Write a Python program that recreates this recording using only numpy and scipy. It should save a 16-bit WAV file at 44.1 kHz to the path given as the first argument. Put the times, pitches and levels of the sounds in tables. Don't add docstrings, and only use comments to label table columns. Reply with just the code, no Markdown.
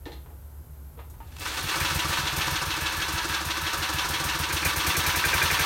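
import sys
import numpy as np
from scipy import signal
from scipy.fft import rfft, irfft
from scipy.io import wavfile
from scipy.ndimage import uniform_filter1d

SR = 44100
rng = np.random.default_rng(int(sys.argv[2]) if len(sys.argv) > 2 else 0)


def wav_out(sig):
    wavfile.write(sys.argv[1], SR, np.round(np.clip(np.atleast_2d(sig).T, -1, 1) * 32767).astype(np.int16))


N = 249165
TIME = np.arange(N) / SR

# (time [s], speed [cycles/s])
SPEED = [(1.4, 3.335), (1.63, 5.24), (1.95, 7.371), (2.74, 6.638), (2.8, 6.381), (3.49, 6.064),
         (4.36, 6.724), (4.85, 9.73), (5.6, 12.254)]
# (time [s], opening [0-1])
THROTTLE = [(1.8, 0.37), (1.95, 0.38), (2.37, 0.3), (2.55, 0.1), (3.4, 0.21), (4.39, 0.16), (4.52, 0.66),
            (5.3, 0.9)]
CRANK_S = 1.396
IDLE_CYCLES_PER_S = 6.14

# (base level [dB], rise at full throttle [dB],
# slope up to idle speed [dB/doubling], knee [cycles/s], slope above knee [dB/doubling])
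THUMP_LAW = (-33, 4, 17, 15, 0)
BOOM_LAW = (-39, -4, 16, 4, -2.5)
SPIT_LAW = (-34.5, 12.5, -4.5, 10.5, -13)
CLACK_LAW = (-22.5, 0.8, 17, 8, -4.5)
KNOCK_LAW = (-26.5, -6, 9, 4.5, -1.5)
HUM_LAW = (-37, 2.5, 43, 8, -12)
CLATTER_LAW = (-31, -3, 16, 7.5, 6)

# (time [s], thump offset [dB], spit offset [dB])
ODD_CYCLES = [(1.396, 3, -14.5), (1.63, 3, -6.5), (1.802, 1, -0.5), (1.948, 4, -0.5), (2.084, 0.5, -0.5),
              (2.222, -3, -22), (2.809, 2, 2), (3.451, 0.5, 0.5), (3.934, 1.5, 1), (4.088, 0.5, 3.5),
              (4.241, -0.5, 3.5), (4.39, 0, 1.5), (5.159, -0.5, 0.5), (5.511, 0, 1)]
# (time [s], bark level [dB], ring level [dB])
HARD_FIRINGS = [(1.803, -22.5, -38), (4.503, -25, -35.5), (4.627, -27, -31), (4.653, -23.5, -26.5),
                (4.757, -25, -40), (4.86, -26.5, -38), (4.952, -23, -34), (5.052, -23, -29),
                (5.146, -22, -34), (5.238, -20, -25), (5.328, -18, -23), (5.414, -18, -23.5),
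                (5.5, -19, -25), (5.588, -21, -32)]
# (time [s], length [s], starting pitch [Hz], level [dB])
WHISTLES = [(2.802, 0.12, 1730, -35), (2.943, 0.14, 1745, -32), (3.115, 0.17, 1700, -35),
            (3.259, 0.18, 1675, -35.5), (3.588, 0.11, 1740, -35), (3.736, 0.15, 1720, -36.5),
            (3.905, .12, 1730, -35.5)]
# (time [s], level [dB])
ROCKING = [(1.6, -45), (1.9, -36), (2.04, -34.5), (2.18, -36), (2.33, -36.5), (2.47, -36.5), (2.8, -41),
           (3.5, -54), (4.25, -38), (5, -58)]
# (share of cycle, level [dB])
RATTLE = [(.05, -2.5), (.24, -0.5), (.34, 1), (.54, -.5), (.67, 0), (.79, -0.5), (.94, -4)]
# (time [s], level [dB])
JOLTS = [(1.455, -27), (1.571, -27.5), (1.687, -30)]
# (time [s], thunk [dB], knock [dB], snap [dB], tick [dB],
# favoured resonance [Hz], its ring level [dB])
CONTACTS = [(0.056, -57, -53, -44, -60, 1772, -45), (.062, -34, -46, -55, -70, 306, -38.5),
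            (.12, -61, -67, -45.5, -64, 4160, -54), (0.129, -51, -59, -61, -63, 2700, -58),
            (.261, -52, -52.5, -80, -92, 985, -58), (0.304, -53, -59, -77, -75, 829, -59),
            (0.976, -60, -53, -66, -72, 471, -45), (0.991, -54, -44.5, -58, -70, 985, -51),
            (1.1, -62, -64, -70, -52, 1235, -66), (1.14, -60, -56, -80, -75, 985, -57),
            (1.204, -50, -47.5, -74, -75, 910, -40.5)]

# (frequency [Hz], width [Hz], level over the broad response [dB])
DECK_MODES = [(306, 39, -3.5), (550.5, 11, 5.5), (758, 32, 1), (913, 24, 3.5), (983, 20, 5.5),
              (1162, 22, 1), (1309, 11.6, 5), (1330, 12, -18), (1516, 33, 2.5), (1685, 23, -5),
              (1762, 25, 0.5), (2237, 40, -1), (2597, 25, 5.5), (2648, 25, 3.5), (2800, 19, -1),
              (3340, 9.8, -9), (3502, 17, 7.5)]
HANDLE_MODES = [(310, 60, 5), (466, 18, 9), (553, 14, 0), (830, 18, 4), (913, 13, -2), (985, 11, -1),
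                (1243, 23, 10), (1640, 20, 1), (1790, 50, -1), (2060, 42, 0), (2740, 50, -2), (3480, 55, 1),
                (3830, 76, 1), (4160, 60, 5)]
HEAD_MODES = [(1602, 120, 7.5), (1764, 70, -2.5), (2084, 120, -5), (2405, 99, 8)]
BENCH_MODES = [(75, 14, -9), (136, 28, -10)]

THUMP_SHAPE = [(22, -34), (42, 5), (60, 0.5), (85, 4), (150, -2.5), (210, -14), (310, -25), (420, -19.5),
               (560, -17), (800, -43), (2000, -60)]
BOOM_SHAPE = [(48, -4), (85, -3), (150, 1.5), (215, -13.5), (300, -27), (800, -48)]
SPIT_SHAPE = [(300, 15), (1000, 12.5), (2500, 2), (4500, 11), (6500, 13), (7500, 8), (8700, 15),
              (10300, 6.5), (12000, 11.5), (15500, 9)]
PING_SHAPE = [(450, -4), (750, -11), (1200, -16), (1600, -2.5), (2050, 0.5), (2450, -5), (2900, -13),
              (5000, -17), (10000, -34)]
CLACK_SHAPE = [(90, -17), (170, -3), (240, -12), (320, -13), (450, -4.5), (700, -4.5), (1200, 2),
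               (1700, 0.5), (2100, 4), (3200, 8.5), (4300, 5.5), (5000, 0), (6200, -0.5), (8000, -8),
               (15000, -23)]
KNOCK_SHAPE = [(80, -9), (160, 4), (240, -8), (320, -1), (420, -4.5), (650, -4), (1000, 0.5), (1600, 1.5),
               (2200, -26), (4000, -4.5), (6000, -6.5), (9000, -12.5), (10500, -15), (15000, -20)]
METAL_SHAPE = [(60, -30), (150, -7), (250, -14), (400, -9), (660, -15), (800, -8.5), (950, -1.5),
               (1600, -1.5), (2100, -5), (4200, -5.5), (4800, -11), (6000, -9.5), (7500, -20), (8700, -15),
               (10200, -22.5), (12000, -17), (15500, -24.5)]
ROPE_SHAPE = [(100, -19), (300, -1.5), (700, -4.5), (1100, -0.5), (2500, 0), (4300, 0.5), (5200, -4),
              (9000, -7), (10500, -11.5), (15000, -13.5)]
THUNK_SHAPE = [(100, -21), (230, -9), (320, 2.5), (500, -5.5), (900, -5.5), (2000, -41)]
RAP_SHAPE = [(250, -20), (500, -3), (950, 4), (1800, -7), (3000, -10), (8000, -57)]
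SNAP_SHAPE = [(700, -38), (1900, 4.5), (2600, -3), (3500, 5), (4500, -1), (5400, -7), (9000, -15),
              (15000, -34)]
TICK_SHAPE = [(2000, -23), (6000, 2), (10000, 4), (15000, 3)]
RUMBLE_SHAPE = [(20, -23), (32, -26), (45, -8), (60, -9), (72, 6), (85, -10.5), (105, -11.5), (130, -21),
                (250, -41)]
AIR_SHAPE = [(65, -54), (110, -11), (154, -5.5), (193, -33), (233, -12.5), (275, -19), (483, -21),
             (780, -26), (848, -21.5), (1210, -30.5), (1520, -28), (1650, -33), (2600, -39), (5200, -41),
             (10500, -35), (12700, -27), (16000, -40)]


def amp(db):
    return 10 ** (np.asarray(db) / 20)


def unit(x):
    return x / np.sqrt(np.mean(x ** 2))


def noise():
    return rng.standard_normal(N)


def wander(size):
    return unit(uniform_filter1d(noise(), size=size))


def convolve(x, response):
    return signal.fftconvolve(x, response)[:N]


def colour(points, modes=(), size=16384):
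    hz = np.maximum(np.arange(size // 2 + 1) * SR / size, 1)
    at_hz, db = np.transpose(points)
    gain = amp(np.interp(np.log(hz), np.log(at_hz), db))
    gain = gain * np.minimum(hz / at_hz[0], 1) * np.minimum(at_hz[-1] / hz, 1)
    gain = gain * (1 + sum(amp(d) / (1 + (2 * (hz - f) / w) ** 2) for f, w, d in modes))
    cepstrum = irfft(np.log(gain))
    cepstrum[1:size // 2] *= 2
    cepstrum[size // 2 + 1:] = 0
    response = irfft(np.exp(rfft(cepstrum)))
    return response / np.linalg.norm(response)


def impulses(times, sizes):
    index = (np.asarray(times) * SR).astype(int)
    return np.bincount(np.maximum(index, 0), sizes, N)[:N]


def blows(times, db, rise_s, fall_s, loose, tail_db, tail_s=0.058, grit=0.51):
    t = TIME[:SR // 3]
    shape = (1 - np.exp(-t / rise_s)) * (np.exp(-t / fall_s) + amp(tail_db) * np.exp(-t / tail_s))
    hits = impulses(times, amp(db))
    grain = rng.standard_normal(len(t)) * np.exp(grit * rng.standard_normal(len(t)))
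    same = convolve(hits, shape * unit(grain))
    fresh = np.sqrt(np.abs(convolve(hits ** 2, shape ** 2))) * noise()
    return np.sqrt(1 - loose) * same + np.sqrt(loose) * fresh


def speed(times):
    return np.interp(times, *np.transpose(SPEED))


def cycles_run():
    run = np.cumsum(speed(TIME)) / SR
    return run - np.interp(CRANK_S, TIME, run)


def at_phase(phase):
    run = cycles_run()
    return np.interp(np.arange(int(run[-1]) + 1) + phase, run, TIME, right=2 * TIME[-1])


def strength(times, law):
    base_db, throttle_db, slow_db, knee, fast_db = law
    slow = np.minimum(np.log2(speed(times) / IDLE_CYCLES_PER_S), 0)
    fast = np.maximum(np.log2(speed(times) / knee), 0)
    throttle = np.interp(times, *np.transpose(THROTTLE))
    return base_db + throttle_db * throttle + slow_db * slow + fast_db * fast


def cycle_offsets(opens):
    times, *offsets = np.transpose(ODD_CYCLES)
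    cycle = [np.argmin(abs(opens - s)) for s in times]
    return [np.bincount(cycle, db, len(opens)) for db in offsets]


def exhaust(slug_phase=0.0204, delay_s=0.00765, echo_s=0.0127, echo=0.55, slug_db=30, scatter_db=1.5):
    opens, leaves = at_phase(0), at_phase(slug_phase) + delay_s
    uneven_db = scatter_db * rng.standard_normal(len(opens))
    odd_thump_db, odd_spit_db = cycle_offsets(opens)
    charge_db = odd_thump_db + uneven_db
    slug = amp(strength(opens, THUMP_LAW) + charge_db + slug_db)
    slugs = impulses(leaves, slug) + echo * impulses(leaves + echo_s, slug)
    boom_db = strength(opens, BOOM_LAW) + charge_db
    boom = blows(leaves, boom_db, rise_s=0.003, fall_s=0.022, loose=0.15, tail_db=-21)
    spit_db = strength(opens, SPIT_LAW) + odd_spit_db + uneven_db
    spit = blows(opens - .0025, spit_db, rise_s=0.0018, fall_s=0.034, loose=0.39, tail_db=-39)
    thump = -convolve(slugs, colour(THUMP_SHAPE))
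    return convolve(boom, colour(BOOM_SHAPE)) + thump + convolve(spit, colour(SPIT_SHAPE))


def pings(echo_s=.0115, echo=0.33, peak_s=0.0066, sharp=0.053, sag_per_s=5.74):
    times, bark_db, ring_db = np.transpose(HARD_FIRINGS)
    bark = blows(times, bark_db, rise_s=0.0031, fall_s=0.011, loose=0.58, tail_db=-19)
    out = convolve(bark, colour(PING_SHAPE, HEAD_MODES))
    t = TIME[:SR // 20]
    swell = t / peak_s * np.exp(1 - t / peak_s)
    hz, _, mode_db = np.transpose(HEAD_MODES)
    mode_gain = amp(mode_db - mode_db.max())
    for s, db, angles in zip(times, ring_db, rng.random((len(times), len(hz)))):
        turns = np.outer(hz, t * (1 + sharp - sag_per_s * t / 2)) + angles[:, None]
        ring = mode_gain @ np.sin(2 * np.pi * turns) * swell
        start = int(s * SR)
        out[start:start + len(t)] += amp(db) * ring[:N - start]
    return convolve(out, impulses([0, echo_s], [1, echo]))


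def whistle(sag_hz_per_s=560, flutter_db=2.0, wander_hz=5):
    drift, flutter = wander(700), wander(700)
    out = 0
    for s, length_s, start_hz, db in WHISTLES:
        t = np.clip(TIME - s, 0, length_s)
        swell = np.abs(np.sin(np.pi * t / length_s))
        hz = start_hz - sag_hz_per_s * t + wander_hz * drift
        out = out + amp(db) * swell * np.sin(2 * np.pi * np.cumsum(hz) / SR)
    return out * amp(flutter_db * flutter)


def valve_gear(clack_phase=.305, knock_phase=.71):
    phase_scatter, level_scatter = rng.standard_normal((len(at_phase(0)), 2)).T
    shuts, tops = at_phase(clack_phase + .004 * phase_scatter), at_phase(knock_phase)
    clack_db = strength(shuts, CLACK_LAW)
    clack = blows(shuts, clack_db, rise_s=0.005, fall_s=0.019, loose=0.8, tail_db=-25.0)
    knock_db = strength(tops, KNOCK_LAW) + 1.45 * level_scatter
    knock = blows(tops, knock_db, rise_s=0.0032, fall_s=0.022, loose=0.31, tail_db=-11)
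    return convolve(clack, colour(CLACK_SHAPE, DECK_MODES)) + convolve(knock, colour(KNOCK_SHAPE, DECK_MODES))


def thuds(phase=.738, push_db=30.5, scatter_db=1, echo_s=0.014, echo=0.67):
    times = at_phase(phase)
    rocking_db = np.interp(times, *np.transpose(ROCKING)) + scatter_db * rng.standard_normal(len(times))
    push = amp(rocking_db + push_db)
    pushes = impulses(times, push) + echo * impulses(times + echo_s, push)
    return convolve(pushes, colour(BOOM_SHAPE, BENCH_MODES))


def deck_hum(hum_hz=322, swell_cycles=0.061, phase=.285, lag_s=.008, detune=0.02):
    peaks = np.concatenate([at_phase(phase), at_phase(phase + .5)]) + lag_s
    chance = rng.standard_normal((len(peaks), 2))
    t = TIME[:SR // 5] - TIME[SR // 10]
    out = np.zeros(N + len(t))
    for s, db, (pitch, angle) in zip(peaks, strength(peaks, HUM_LAW), chance):
        if s < TIME[-1]:
            start = int((s + t[0]) * SR)
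            tone = np.sin(2 * np.pi * (hum_hz * (1 + detune * pitch) * t + angle))
            swell = np.exp(-(t * speed(s) / swell_cycles) ** 2 / 2)
            out[start:start + len(t)] += amp(db) * swell * tone
    return out[:N]


def clatter(count=12, rush_db=-4):
    taps = 0
    for k in range(count):
        phase_scatter, level_scatter = rng.standard_normal((len(at_phase(0)), 2)).T
        times = at_phase((k + .5) / count + .004 * phase_scatter)
        taps = taps + blows(times, 2.6 * level_scatter, rise_s=0.00012, fall_s=0.0043, loose=0.28, tail_db=1.0)
    turning = np.clip((TIME - CRANK_S) / 0.018, 0, 1)
    rush = amp(rush_db) * turning * noise()
    db = strength(TIME, CLATTER_LAW) + np.interp(cycles_run(), *np.transpose(RATTLE), period=1)
    jolts = blows(*np.transpose(JOLTS), rise_s=0.0015, fall_s=0.021, loose=0.85, tail_db=-24)
    return convolve((unit(taps) + rush) * amp(db) + jolts, colour(METAL_SHAPE, DECK_MODES))


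def starter(grab_s=1.401, home_s=2.22, attack_s=0.009, slack_db=-45.5, loaded_db=-35,
            rise_db_per_s=117, fall_db_per_s=130):
    rasp = noise() * amp(2.7 * wander(200))
    db = np.interp(TIME, [grab_s, grab_s + attack_s], [slack_db, loaded_db])
    db = db - rise_db_per_s * np.maximum(grab_s - TIME, 0)
    db = db - fall_db_per_s * np.maximum(TIME - home_s, 0)
    return unit(convolve(rasp, colour(ROPE_SHAPE, DECK_MODES))) * amp(db)


def cabinets(x, echoes_s=(.0019, .0031, .0047, .0068), gain=.15, low_hz=3800):
    treble = signal.sosfilt(signal.butter(2, low_hz, "high", fs=SR, output="sos"), x)
    return x + convolve(treble, impulses(echoes_s, np.full(len(echoes_s), gain)))


def handle(strike_db=20.5, rattle_db=-8, ring_s=0.027):
    times, *levels, favoured_hz, ring_db = np.transpose(CONTACTS)
    out = 0
    for db, shape in zip(levels, [THUNK_SHAPE, RAP_SHAPE, SNAP_SHAPE, TICK_SHAPE]):
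        strikes = impulses(times, amp(db + strike_db))
        rattle = blows(times, db + rattle_db, rise_s=0.001, fall_s=0.027, loose=0.57, tail_db=1.0, tail_s=0.051)
        out = out + convolve(strikes + rattle, colour(shape, HANDLE_MODES))
    modes_hz = np.transpose(HANDLE_MODES)[0]
    for s, hz, db in zip(times, favoured_hz, ring_db):
        t = np.maximum(TIME - s, 0)
        mode_hz = modes_hz[np.argmin(abs(modes_hz - hz))]
        out = out + amp(db) * np.exp(-t / ring_s) * np.sin(2 * np.pi * mode_hz * t)
    return out


def furnace(rumble_db=-42.5, air_db=-53.5, hum_hz=151, hum_db=-58, fade_s=(1.4, 1.8), fade_db=-1.0):
    rumble = unit(convolve(noise(), colour(RUMBLE_SHAPE)))
    rumble = rumble / np.sqrt(uniform_filter1d(rumble ** 2, size=8000))
    air = unit(convolve(noise(), colour(AIR_SHAPE)))
    hum = np.sin(2 * np.pi * hum_hz * TIME)
    blower = amp(rumble_db) * rumble + amp(air_db) * air + amp(hum_db) * hum
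    return blower * amp(np.interp(TIME, fade_s, [0, fade_db]))


def scene():
    engine = exhaust() + pings() + whistle() + valve_gear()
    body = thuds() + deck_hum() + clatter() + starter()
    return (cabinets(engine + body) + handle() + furnace())[None]


def record(dry, top_hz=15850):
    return signal.sosfilt(signal.ellip(12, .2, 80, top_hz, fs=SR, output="sos"), dry)


dry = scene()
out = record(dry)
wav_out(out)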